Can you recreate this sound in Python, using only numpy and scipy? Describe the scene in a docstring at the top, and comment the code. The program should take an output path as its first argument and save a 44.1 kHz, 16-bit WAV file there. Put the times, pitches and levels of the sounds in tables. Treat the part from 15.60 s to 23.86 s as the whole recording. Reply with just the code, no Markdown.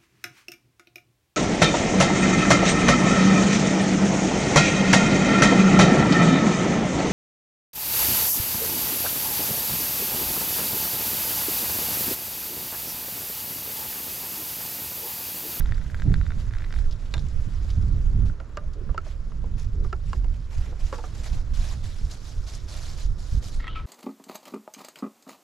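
"""Brewing coffee in the woods

A thin stream of hot water breaks into drops that ring a plastic filter, and the pot bumps its handle.
The filter is dunked in a metal cup, knocking on the rim while coffee gulps through its mesh, then
tipped out; at the end a spoon taps and scrapes the cup. Behind this the woods hush, a dog crushes
dry leaves, and turbulent wind buffets the microphone."""
import sys
import numpy as np
from scipy import signal
from scipy.fft import rfft, irfft
from scipy.io import wavfile
from scipy.ndimage import uniform_filter1d

SR = 44100
rng = np.random.default_rng(int(sys.argv[2]) if len(sys.argv) > 2 else 0)


def to_wav(sig):
    """Store sig (one row per channel, or 1-D mono) as 16-bit WAV at the path in sys.argv[1].

    Samples outside -1..1 are clipped; the rate is SR.
    """
    pcm = np.clip(np.atleast_2d(sig), -1, 1) * 32767
    pcm = np.round(pcm).astype(np.int16)
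    wavfile.write(sys.argv[1], SR, pcm.T)  # frames by channels


N = 364266
TIME = np.arange(N) / SR
RING = np.arange(SR // 3) / SR  # time axis of one impact


def amp(db):
    return 10 ** (np.asarray(db) / 20)


def unit_rms(x):
    return x / np.sqrt(np.mean(x ** 2) + 1e-20)


def unit_peak(x):
    return x / (abs(x).max() + 1e-20)


def curve(points, t=TIME):
    """Linear interpolation in time."""
    return np.interp(t, *np.transpose(points))


def at_hz(points, hz):
    """Interpolation on a logarithmic frequency axis."""
    f, value = np.transpose(points)
    return np.interp(np.log(hz + 1), np.log(f + 1), value)


def add(mix, start, sound):
    """Superposition: a sound joins the mix at its start time."""
    part = mix[max(round(start * SR), 0):][:len(sound)]
    part += sound[:len(part)]


def colour(x, spectrum):
    """Spectral shaping, at unit RMS."""
    gain = amp(at_hz(spectrum, np.fft.rfftfreq(len(x), 1 / SR)))
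    return unit_rms(irfft(rfft(x) * gain, len(x)))


def band(x, lo_hz, hi_hz):
    return signal.sosfilt(signal.butter(2, [lo_hz, hi_hz], "band", fs=SR, output="sos"), x)


def burst(t60):
    """Exponential decay of white noise."""
    return rng.standard_normal(len(RING)) * amp(-60 * RING / t60)


def ring(modes):
    """Free vibration: one damped sinusoid for each mode (f/Hz, level/dB, t60/s)."""
    return sum(amp(db - 60 * RING / t60) * np.sin(2 * np.pi * hz * RING) for hz, db, t60 in modes)


def resonate(x, hz, width_hz):
    """Forced vibration of a double-pole resonator, held at a nearly even level."""
    pole = np.exp((2j * np.pi * hz - np.pi * width_hz) / SR)
    y = unit_rms(signal.lfilter([1], [1, -2 * pole, pole * pole], x).real)
    return y / np.sqrt(abs(uniform_filter1d(y ** 2, size=1500)) + 0.1)


def clicks(per_s, spread_db, size=N):
    """Shot noise: random impulses, mostly small and a few large."""
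    height = amp(spread_db * np.minimum(rng.exponential(1, size), 4))
    return unit_rms(height * rng.choice([-1, 1], size) * (rng.random(size) < per_s / SR))


def wander(per_s):
    """Slow modulation: random values joined by straight lines."""
    return np.interp(TIME * per_s, np.arange(N), rng.standard_normal(N))


def swell(length, rise_s, fall_s):
    """An envelope with linear attack, hold and exponential decay."""
    age = np.arange(0, length + 6 * fall_s, 1 / SR)
    return np.minimum(age / rise_s, 1) * np.exp(-np.maximum(age - length, 0) / fall_s)


def swells(rows, rise_s, fall_s):
    """Incoherent addition: swells (t/s, length/s, level/dB) sum in power."""
    power = np.zeros(N)
    for start, length, db in rows:
        add(power, start, (amp(db) * swell(length, rise_s, fall_s)) ** 2)
    return np.sqrt(power)


def place(x, left_db, lag=0):
    """Level and time differences locate a near source; the left channel is lag samples late."""
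    late = np.interp(np.arange(N) - lag, np.arange(N), x)
    return np.array([late * amp(left_db / 2), x * amp(-left_db / 2)])


def spread(one, other):
    """Partial coherence: two unrelated sounds form a distant pair, less alike in the treble."""
    coherence = [(60, 0.88), (150, 0.93), (370, 0.9), (930, 0.85), (2310, 0.53), (5760, 0.77),
                 (14400, 0.71)]  # likeness of left and right: f/Hz, correlation
    balance = [(60, -2), (150, 4), (370, -1), (930, -1), (2310, -1.5), (5760, -2), (14400, 3.5)]  # left minus right: f/Hz, level/dB
    hz = np.fft.rfftfreq(N, 1 / SR)
    same, left_db = at_hz(coherence, hz), at_hz(balance, hz)
    mid = rfft(one) * np.sqrt((1 + same) / 2)
    side = rfft(other) * np.sqrt((1 - same) / 2)
    return irfft([(mid + side) * amp(left_db / 2), (mid - side) * amp(-left_db / 2)], N)


def woods():
    """Far-off air among the trees makes a diffuse field of broadband noise."""
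    spectrum = [(100, 6), (300, 7.5), (560, 2.5), (780, -6.5), (1050, -2.5), (1400, -1.5), (1750, -7.5),
                (2200, -13.5), (3500, -21.5), (6500, -26), (8500, -79), (13000, -99), (15000, -55)]  # colour of the hush: f/Hz, level/dB
    hush = [(0, -53.5), (1.4, -52.5), (2.65, -52), (2.78, -52.5), (4.8, -56.5), (5.6, -51), (6.2, -54),
            (7.5, -53.5), (8.26, -49.5)]  # its slow drift: t/s, level/dB
    return amp(curve(hush)) * spread(*(colour(rng.standard_normal(N), spectrum) for _ in range(2)))


def turbulence(spectrum, steady_s):
    """Random pressure fluctuation, divided by its running RMS to remove slow swells."""
    x = colour(rng.standard_normal(N), spectrum)
    power = uniform_filter1d(x ** 2, int(steady_s * SR))
    return x / np.sqrt(abs(power) + 0.004)


def wind(eddy_db=-1, calm_eddy_db=-9, flutter_from_db=-21.5, apart_db=-14, ceiling_db=-7):
    """Turbulent pressure on the microphone: gusts shed eddies; the hardest flutter and overload it."""
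    rumble = [(10, -4.5), (18, 7.5), (35, 1.5), (55, 1.5), (80, -7.5), (120, -16.5), (250, -67),
              (700, -130)]  # spectrum of the rumble: f/Hz, level/dB
    eddies = [(40, -17), (65, -4.5), (85, 4.5), (120, -3.5), (160, -9), (220, -16.5), (330, -30),
              (600, -41.5), (2500, -130)]  # spectrum of small eddies: f/Hz, level/dB
    torn_air = [(70, -20), (125, -3), (190, -13.5), (280, -25), (400, -42.5), (800, -46.5), (2500, -130)]  # spectrum of the flutter: f/Hz, level/dB
    steady_flow = [(0, -21), (0.33, -31), (0.55, -20.5), (0.75, -27), (0.9, -25), (1.4, -30.5),
                   (2.1, -25.5), (2.65, -23.5), (2.8, -36.5), (3.2, -33), (3.9, -26.5), (4.6, -28.5),
                   (5.1, -31.5), (5.5, -31.5), (6.15, -26), (6.6, -35.5), (7.25, -33), (8.26, -32)]  # rumble of the breeze: t/s, level/dB
    gusts = [(0.0, 0.19, -26, -37.5), (0.443, 0.092, -22.5, -22), (0.55, 0.099, -30, -34.5),
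             (1.155, 0.15, -20.5, -38.5), (1.535, 0.12, -29.5, -32), (1.747, 0.051, -20, -32),
             (2.16, 0.24, -23.5, -28), (2.406, 0.27, -22.5, -31.5), (3.052, 0.031, -22.5, -38),
             (3.26, .06, -24, -33.5), (3.796, 0.21, -31.5, -39), (4.158, 0.091, -22, -48),
             (4.432, .1, -32, -55), (4.567, 0.17, -22.5, -37), (4.955, 0.059, -22, -47),
             (5.216, 0.032, -19, -46), (5.709, 0.075, -21.5, -38), (5.898, .12, -20, -36),
             (6.429, 0.021, -17.5, -40), (6.76, 0.044, -25, -48), (7.433, 0.084, -20.5, -42),
             (7.714, 0.066, -20, -28), (7.946, 0.035, -19, -43)]  # buffets: t/s, length/s, rumble level/dB, eddy level/dB
    balance = [(0, -7.5), (2.5, -6), (7.95, -5.5), (8.02, 1)]  # left minus right: t/s, level/dB
    breeze = amp(curve(steady_flow) + 1.7 * wander(per_s=5.9))
    gust_push, gust_swirl = (swells(np.array(gusts)[:, [0, 1, column]], rise_s=0.013, fall_s=0.017)
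                             for column in (2, 3))
    push = np.hypot(breeze, gust_push)
    swirl = np.hypot(amp(calm_eddy_db) * breeze, gust_swirl)
    flutter = swirl * np.minimum(swirl / amp(flutter_from_db), 1) ** 3
    lumps = amp(3 * wander(per_s=24))
    shared, apart = (push * turbulence(rumble, steady_s=0.123)
                     + lumps * swirl * amp(eddy_db) * turbulence(eddies, steady_s=0.09)
                     + lumps * flutter * turbulence(torn_air, steady_s=0.092) for _ in range(2))
    pressure = place(shared, curve(balance)) + amp(apart_db) * apart * np.array([[1], [-1]])
    return amp(ceiling_db) * np.tanh(pressure / amp(ceiling_db))


def leaves(clump_db=1.03, crush_db=-3, snap_db=-3, patch_db=2):
    """Brittle fracture: each paw crushes dry leaves into clumps of tiny cracks, with a few snaps."""
    spectrum = [(300, -29), (600, -2.5), (1200, -8.5), (2000, -7), (2700, -8.5), (3800, -5), (5300, -5),
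                (7300, -8), (8300, -15.5), (10500, -18), (13000, -25), (15000, -42)]  # colour of the crackle: f/Hz, level/dB
    rustle = [(0, -58), (1.2, -61), (1.9, -58), (2.62, -62.5), (2.75, -68), (3.9, -65), (4.8, -64.5),
              (5.5, -57.5), (5.88, -62), (6.3, -53.5), (6.8, -56), (7.55, -61.5), (8.26, -72)]  # leaves stirring between steps: t/s, level/dB
    steps = [(.78, 0.02, -53), (1.14, 0.058, -55), (2.08, 0.023, -54.5), (2.65, 0.016, -56.5),
             (3.44, .07, -57), (3.97, 0.059, -54), (4.23, 0.033, -59), (4.45, 0.11, -58),
             (4.71, 0.037, -64), (4.9, 0.16, -55), (5.19, 0.11, -54.5), (5.32, 0.047, -49.5),
             (5.42, 0.048, -55.5), (5.54, 0.065, -52), (5.63, 0.046, -45.5), (5.72, 0.05, -51),
             (5.93, 0.096, -48), (6.03, 0.096, -47.5), (6.23, 0.04, -51), (6.35, 0.019, -56),
             (6.49, 0.055, -50), (6.64, 0.055, -50.5), (6.86, 0.089, -49), (7.075, 0.1, -46),
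             (7.18, 0.15, -48), (7.36, 0.07, -48), (7.575, 0.21, -53), (7.815, 0.068, -47),
             (7.91, .06, -52.5)]  # paws, far off and then closer: t/s, length/s, level/dB
    depth = [(0, 3.5), (2.6, 4.5), (3.5, 6), (4.5, 2.5), (5.0, 7.5), (5.3, 3), (6.05, 2), (6.6, -1),
             (7.2, 0), (7.9, -3.5)]  # gain of the dull crush as paws sink in: t/s, level/dB
    twigs = [(0.1432, -39.5, 3800), (1.3103, -35.5, 4170), (1.324, -38.5, 4020), (1.5926, -34, 4300),
             (1.685, -42, 5100), (2.103, -32.5, 4000), (3.1343, -43.5, 4800), (3.996, -36.5, 5230),
             (6.5132, -31, 5000), (6.95, -34, 5850), (7.9446, -41, 6860)]  # single leaves and twigs snapping: t/s, level/dB, f/Hz
    envelope = np.hypot(amp(curve(rustle)), swells(steps, rise_s=0.012, fall_s=0.034))
    envelope *= amp(clump_db * wander(per_s=80))
    crushes = (clicks(per_s=3000, spread_db=3) + amp(crush_db) * rng.standard_normal(N)
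               for _ in range(2))
    cracks = spread(*(colour(crush, spectrum) for crush in crushes))
    hz, t, cells = signal.stft(cracks, SR, nperseg=256)
    # every leaf has its own pitch, so the crackle comes in patches of frequency and time
    patches = uniform_filter1d(rng.standard_normal(cells.shape[1:]), size=7, axis=0)
    patches = unit_rms(uniform_filter1d(patches, size=6, axis=1))
    dull_db = np.interp(hz, [2500, 4000], [1, 0])[:, None] * curve(depth, t)
    cracks = signal.istft(cells * amp(patch_db * patches + dull_db), SR, nperseg=256)[1][:, :N]
    snaps = np.zeros(N)
    for start, db, centre_hz in twigs:
        snap = band(burst(t60=0.045), centre_hz * 0.76, centre_hz * 1.36)
        add(snaps, start, amp(db + snap_db) * unit_peak(snap))
    return envelope * cracks + place(snaps, left_db=3)


def surroundings(x, wet_db=-19, t60=0.06):
    """Scattering by the log under the cup and the leafy ground adds a faint, short tail."""
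    tails = [band(burst(t60), 360, 4100) * (1 - np.exp(-RING / 0.001)) for _ in range(2)]
    scattered = [signal.oaconvolve(side, tail / np.linalg.norm(tail))[:N]
                 for side, tail in zip(x, tails)]
    return x + amp(wet_db) * np.array(scattered)


def slosh():
    """Cavity resonance: gulps through the mesh sound the cup's air, pitched by the filter's depth."""
    gulps = [(3.01, 0.033, -53, 587), (3.151, 0.083, -46.5, 400), (3.256, 0.11, -57, 388),
             (3.83, 0.044, -61, 473), (4.133, 0.077, -49.5, 370), (4.195, .06, -46.5, 387),
             (4.537, .03, -50, 377), (5.065, 0.074, -52.5, 435), (5.318, .08, -48, 480),
             (5.44, 0.014, -44, 520)]  # the filter dips or lifts: t/s, length/s, level/dB, f/Hz
    out = np.zeros(N)
    for start, length, db, hz in gulps:
        flow = swell(length, rise_s=0.012, fall_s=0.011)
        bubbles = resonate(clicks(per_s=1300, spread_db=2, size=SR), hz, width_hz=150)
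        add(out, start, amp(db) * flow * bubbles[:len(flow)])
    return place(out, left_db=-1.5)


def spoon(grit_db=-11, falloff_db_per_octave=17, wall_db=-7, rasp_db=-4):
    """Impact and stick-slip friction: the spoon taps and skids, exciting the wall of the full cup."""
    wall_modes = [(1170, 30, 0.0072), (1298, 8.5, 0.082), (1900, 18, 0.018), (2030, -14, 0.028),
                  (2350, -4, 0.041), (2730, 1.5, 0.034), (3000, -24, 0.022), (3240, 0, 0.026),
                  (3670, -25, 0.037), (4450, -25, .015)]  # modes of the full cup: f/Hz, level/dB, t60/s
    taps = [(8.002, -32, 1770, 0.0039), (8.042, -30.5, 1840, 0.0051), (8.07, -27, 2000, 0.0025),
            (8.079, -24.5, 3100, 0.0025), (8.083, -33.5, 1260, 0.018), (8.157, -32.5, 1310, 0.078),
            (8.197, -37, 1300, 0.011)]  # contacts: t/s, level/dB, favoured f/Hz, scrape time/s
    drags = [(7.994, 0.068, -51, 2060), (8.071, 0.1, -51.5, 3020), (8.147, 0.033, -49, 2450),
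             (8.175, .025, -66, 3170)]  # skids round the wall: t/s, length/s, level/dB, singing f/Hz
    out = np.zeros(N)
    for start, db, favoured_hz, scrape_s in taps:
        modes = [(hz, level - falloff_db_per_octave * abs(np.log2(hz / favoured_hz)), t60)
                 for hz, level, t60 in wall_modes]
        metal = ring(modes) * (1 - np.exp(-3 * RING / scrape_s))
        grit = band(np.exp(-RING / scrape_s) * rng.standard_normal(len(RING)), 580, 3300)
        add(out, start, amp(db) * unit_peak(unit_rms(metal) + amp(grit_db) * unit_rms(grit)))
    for start, length, db, sing_hz in drags:
        press = swell(length, rise_s=0.0053, fall_s=0.021)
        slips = clicks(per_s=1500, spread_db=2, size=SR)
        wall = unit_rms(signal.oaconvolve(slips, ring(wall_modes))[:SR])
        rasp = unit_rms(band(band(slips, 1600, 4200), 1600, 4200))
        scrape = resonate(slips, sing_hz, width_hz=340) + amp(wall_db) * wall + amp(rasp_db) * rasp
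        add(out, start, amp(db) * press * scrape[:len(press)])
    return place(out, left_db=0)


def pot(crack_db=-7, clatter_db=-7):
    """Impact and rebound: thin metal chatters on the plastic handle; the jolted filter clatters."""
    modes = [(600, -11, 0.027), (1230, -7, 0.058), (1620, 2.5, 0.022), (2070, -7, 0.034), (2480, -18, .03),
             (2830, -6, 0.03), (3580, -13, 0.15), (3740, 5.5, .012), (4040, 3, 0.017), (5530, -4, 0.013),
             (6900, -4.5, 0.023)]  # modes of the pot: f/Hz, level/dB, t60/s
    bumps = [(1.5402, -14.5), (1.542, -32), (1.569, -33), (1.580, -28)]  # the blow and its chatter: t/s, level/dB
    metal = unit_rms(ring(modes))
    out = np.zeros(N)
    for start, db in bumps:
        crack = unit_rms(band(band(burst(t60=0.0051), 1400, 3600), 1300, 7300))
        clatter = unit_rms(band(burst(t60=0.13), 280, 1340))
        add(out, start, amp(db) * unit_peak(metal + amp(crack_db) * crack + amp(clatter_db) * clatter))
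    return place(out, left_db=-1, lag=0.8)


def pour(patter_db=1, spray_db=-19, detune=0.055):
    """Impulse excitation: the stream breaks into drops that splash and ring the damped plastic basket."""
    modes = [(1140, -33, .008), (1573, 4, 0.019), (1854, 9.5, 0.0066), (2330, -11, 0.0082),
             (3520, -6.5, 0.016)]  # modes of the wet basket: f/Hz, level/dB, t60/s
    stream = [(0.0, -56), (0.538, -56), (0.708, -63), (0.916, -57), (1.056, -53), (1.258, -59.5),
              (1.4, -60)]  # fine patter: t/s, level/dB
    drops = [(0.0074, -27, -11), (0.0595, -29.5, -7), (0.092, -34, -24), (0.122, -23.5, -32),
             (0.3, -34, -11), (0.3455, -24, -20), (0.399, -29, -11), (0.421, -25, -12), (0.5415, -19, -9.5),
             (0.6131, -27.5, -34), (0.6658, -28.5, -27), (0.706, -27.5, -34), (0.72, -29, -35),
             (0.9371, -29, -11), (0.9847, -32.5, -2), (1.0464, -32, -6), (1.1072, -33, -19),
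             (1.126, -29.5, -5), (1.1404, -28, -12), (1.1882, -32, -8)]  # large drops: t/s, level/dB, relative splash level/dB

    def basket():
        return ring([(hz * (1 + detune * rng.standard_normal()), db, t60) for hz, db, t60 in modes])

    flow = amp(curve(stream) + patter_db) * np.interp(TIME, [1.2, 1.36], [1, 0])
    patter = sum(signal.oaconvolve(clicks(per_s=87, spread_db=5.5), basket())[:N] for _ in range(5))
    spray = band(band(clicks(per_s=150, spread_db=6), 8600, 16000), 8600, 16000)
    out = flow * (unit_rms(patter) + amp(spray_db) * unit_rms(spray))
    for start, db, splash_db in drops:
        splash = unit_rms(band(burst(t60=0.0062), 3060, 5200))
        add(out, start, amp(db) * unit_peak(unit_rms(basket()) + amp(splash_db) * splash))
    return place(out, left_db=-0.5, lag=1)


def knocks(hollow_t60=0.078, thud_db=-3, crack_db=-6, tick_db=-5):
    """Modal ringing of filter on cup: the contact point tunes the rim, the filter's depth the hollow."""
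    cup_modes = [(1650, 5, 0.026), (2130, -0.5, 0.024), (2545, 6, 0.01), (2800, 0.5, 0.026),
                 (4670, 10.5, 0.0067), (5200, 2, 0.014), (7100, 5, 0.008)]  # modes of the metal cup: f/Hz, level/dB, t60/s
    # blows: t/s, level/dB, rim f/Hz, hollow f/Hz, hollow level/dB, brightness/dB, rim t60/s
    blows = [(2.697, -39.5, 1450, 605, -16, -25, 0.018), (2.801, -33.5, 1400, 540, -4, -11, 0.013),
             (2.971, -23, 1200, 590, -5, -5, 0.068), (3.292, -36, 1170, 482, 0, -27, 0.065),
             (3.345, -30, 920, 545, 2.5, -7, 0.05), (3.378, -19.5, 1330, 390, -15, -13.5, 0.031),
             (3.463, -38.5, 1180, 615, 17, -12, .035), (3.719, -38.5, 1130, 460, -3, -11, 0.011),
             (3.841, -32, 1050, 470, 22, 5, 0.022), (4.247, -35, 1185, 385, -5, -22, 0.026),
             (4.328, -21.5, 1350, 380, -6, -10.5, 0.028), (4.531, -21, 1090, 460, -13, -10.5, 0.019),
             (4.643, -35, 960, 454, 3, -1, 0.026), (5.124, -37, 1250, 507, 26, -15, 0.047),
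             (5.326, -21, 1140, 525, 1.5, -11, 0.13), (5.385, -30.5, 883, 463, -2, -11, 0.082),
             (5.439, -28, 1200, 737, 1.5, -12, 0.06)]
    soft_onset, firm_onset = 1 - np.exp(-RING / 0.00088), 1 - np.exp(-RING / 0.00056)
    low_modes, high_modes = unit_rms(ring(cup_modes[:4])), unit_rms(ring(cup_modes[4:]))
    out = np.zeros(N)
    for start, db, rim_hz, hollow_hz, hollow_db, bright_db, t60 in blows:
        rattle = unit_rms(band(burst(t60), rim_hz * 0.81, rim_hz * 1.38))
        rattle_db = -4 + 0.71 * hollow_db  # the hollower the blow, the more the rim rattles
        rim = unit_rms(ring([(rim_hz, 0, t60)])) + amp(rattle_db) * rattle
        thud = unit_rms(band(burst(hollow_t60), 283, 780))
        hollow = unit_rms(ring([(hollow_hz, 0, hollow_t60)])) + amp(thud_db) * thud
        crack = unit_rms(band(burst(t60=0.022), 2400, 6300))
        tick = unit_rms(high_modes + amp(crack_db) * crack)
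        body = soft_onset * (rim + amp(hollow_db) * hollow)
        clink = firm_onset * amp(bright_db) * (low_modes + amp(tick_db) * tick)
        add(out, start, amp(db) * unit_peak(body + clink))
    return place(out, left_db=-1.1, lag=0.82)


def scene():
    """Superposition of the near brewing sounds, their scattered tail and the background."""
    brewing = pour() + pot() + knocks() + slosh() + spoon()
    return surroundings(brewing) + leaves() + woods() + wind()


def record(dry):
    """Band limiting by a linear-phase low-pass filter, with a soft start and end."""
    cutoff_hz, fade_s = 14600, 0.004
    fade = np.minimum(np.minimum(TIME, TIME[::-1]) / fade_s, 1)
    lowpass = signal.firwin(511, cutoff_hz, window=("kaiser", 9), fs=SR)
    return signal.oaconvolve(dry * fade, lowpass[None], "same")


dry = scene()
out = record(dry)
to_wav(out)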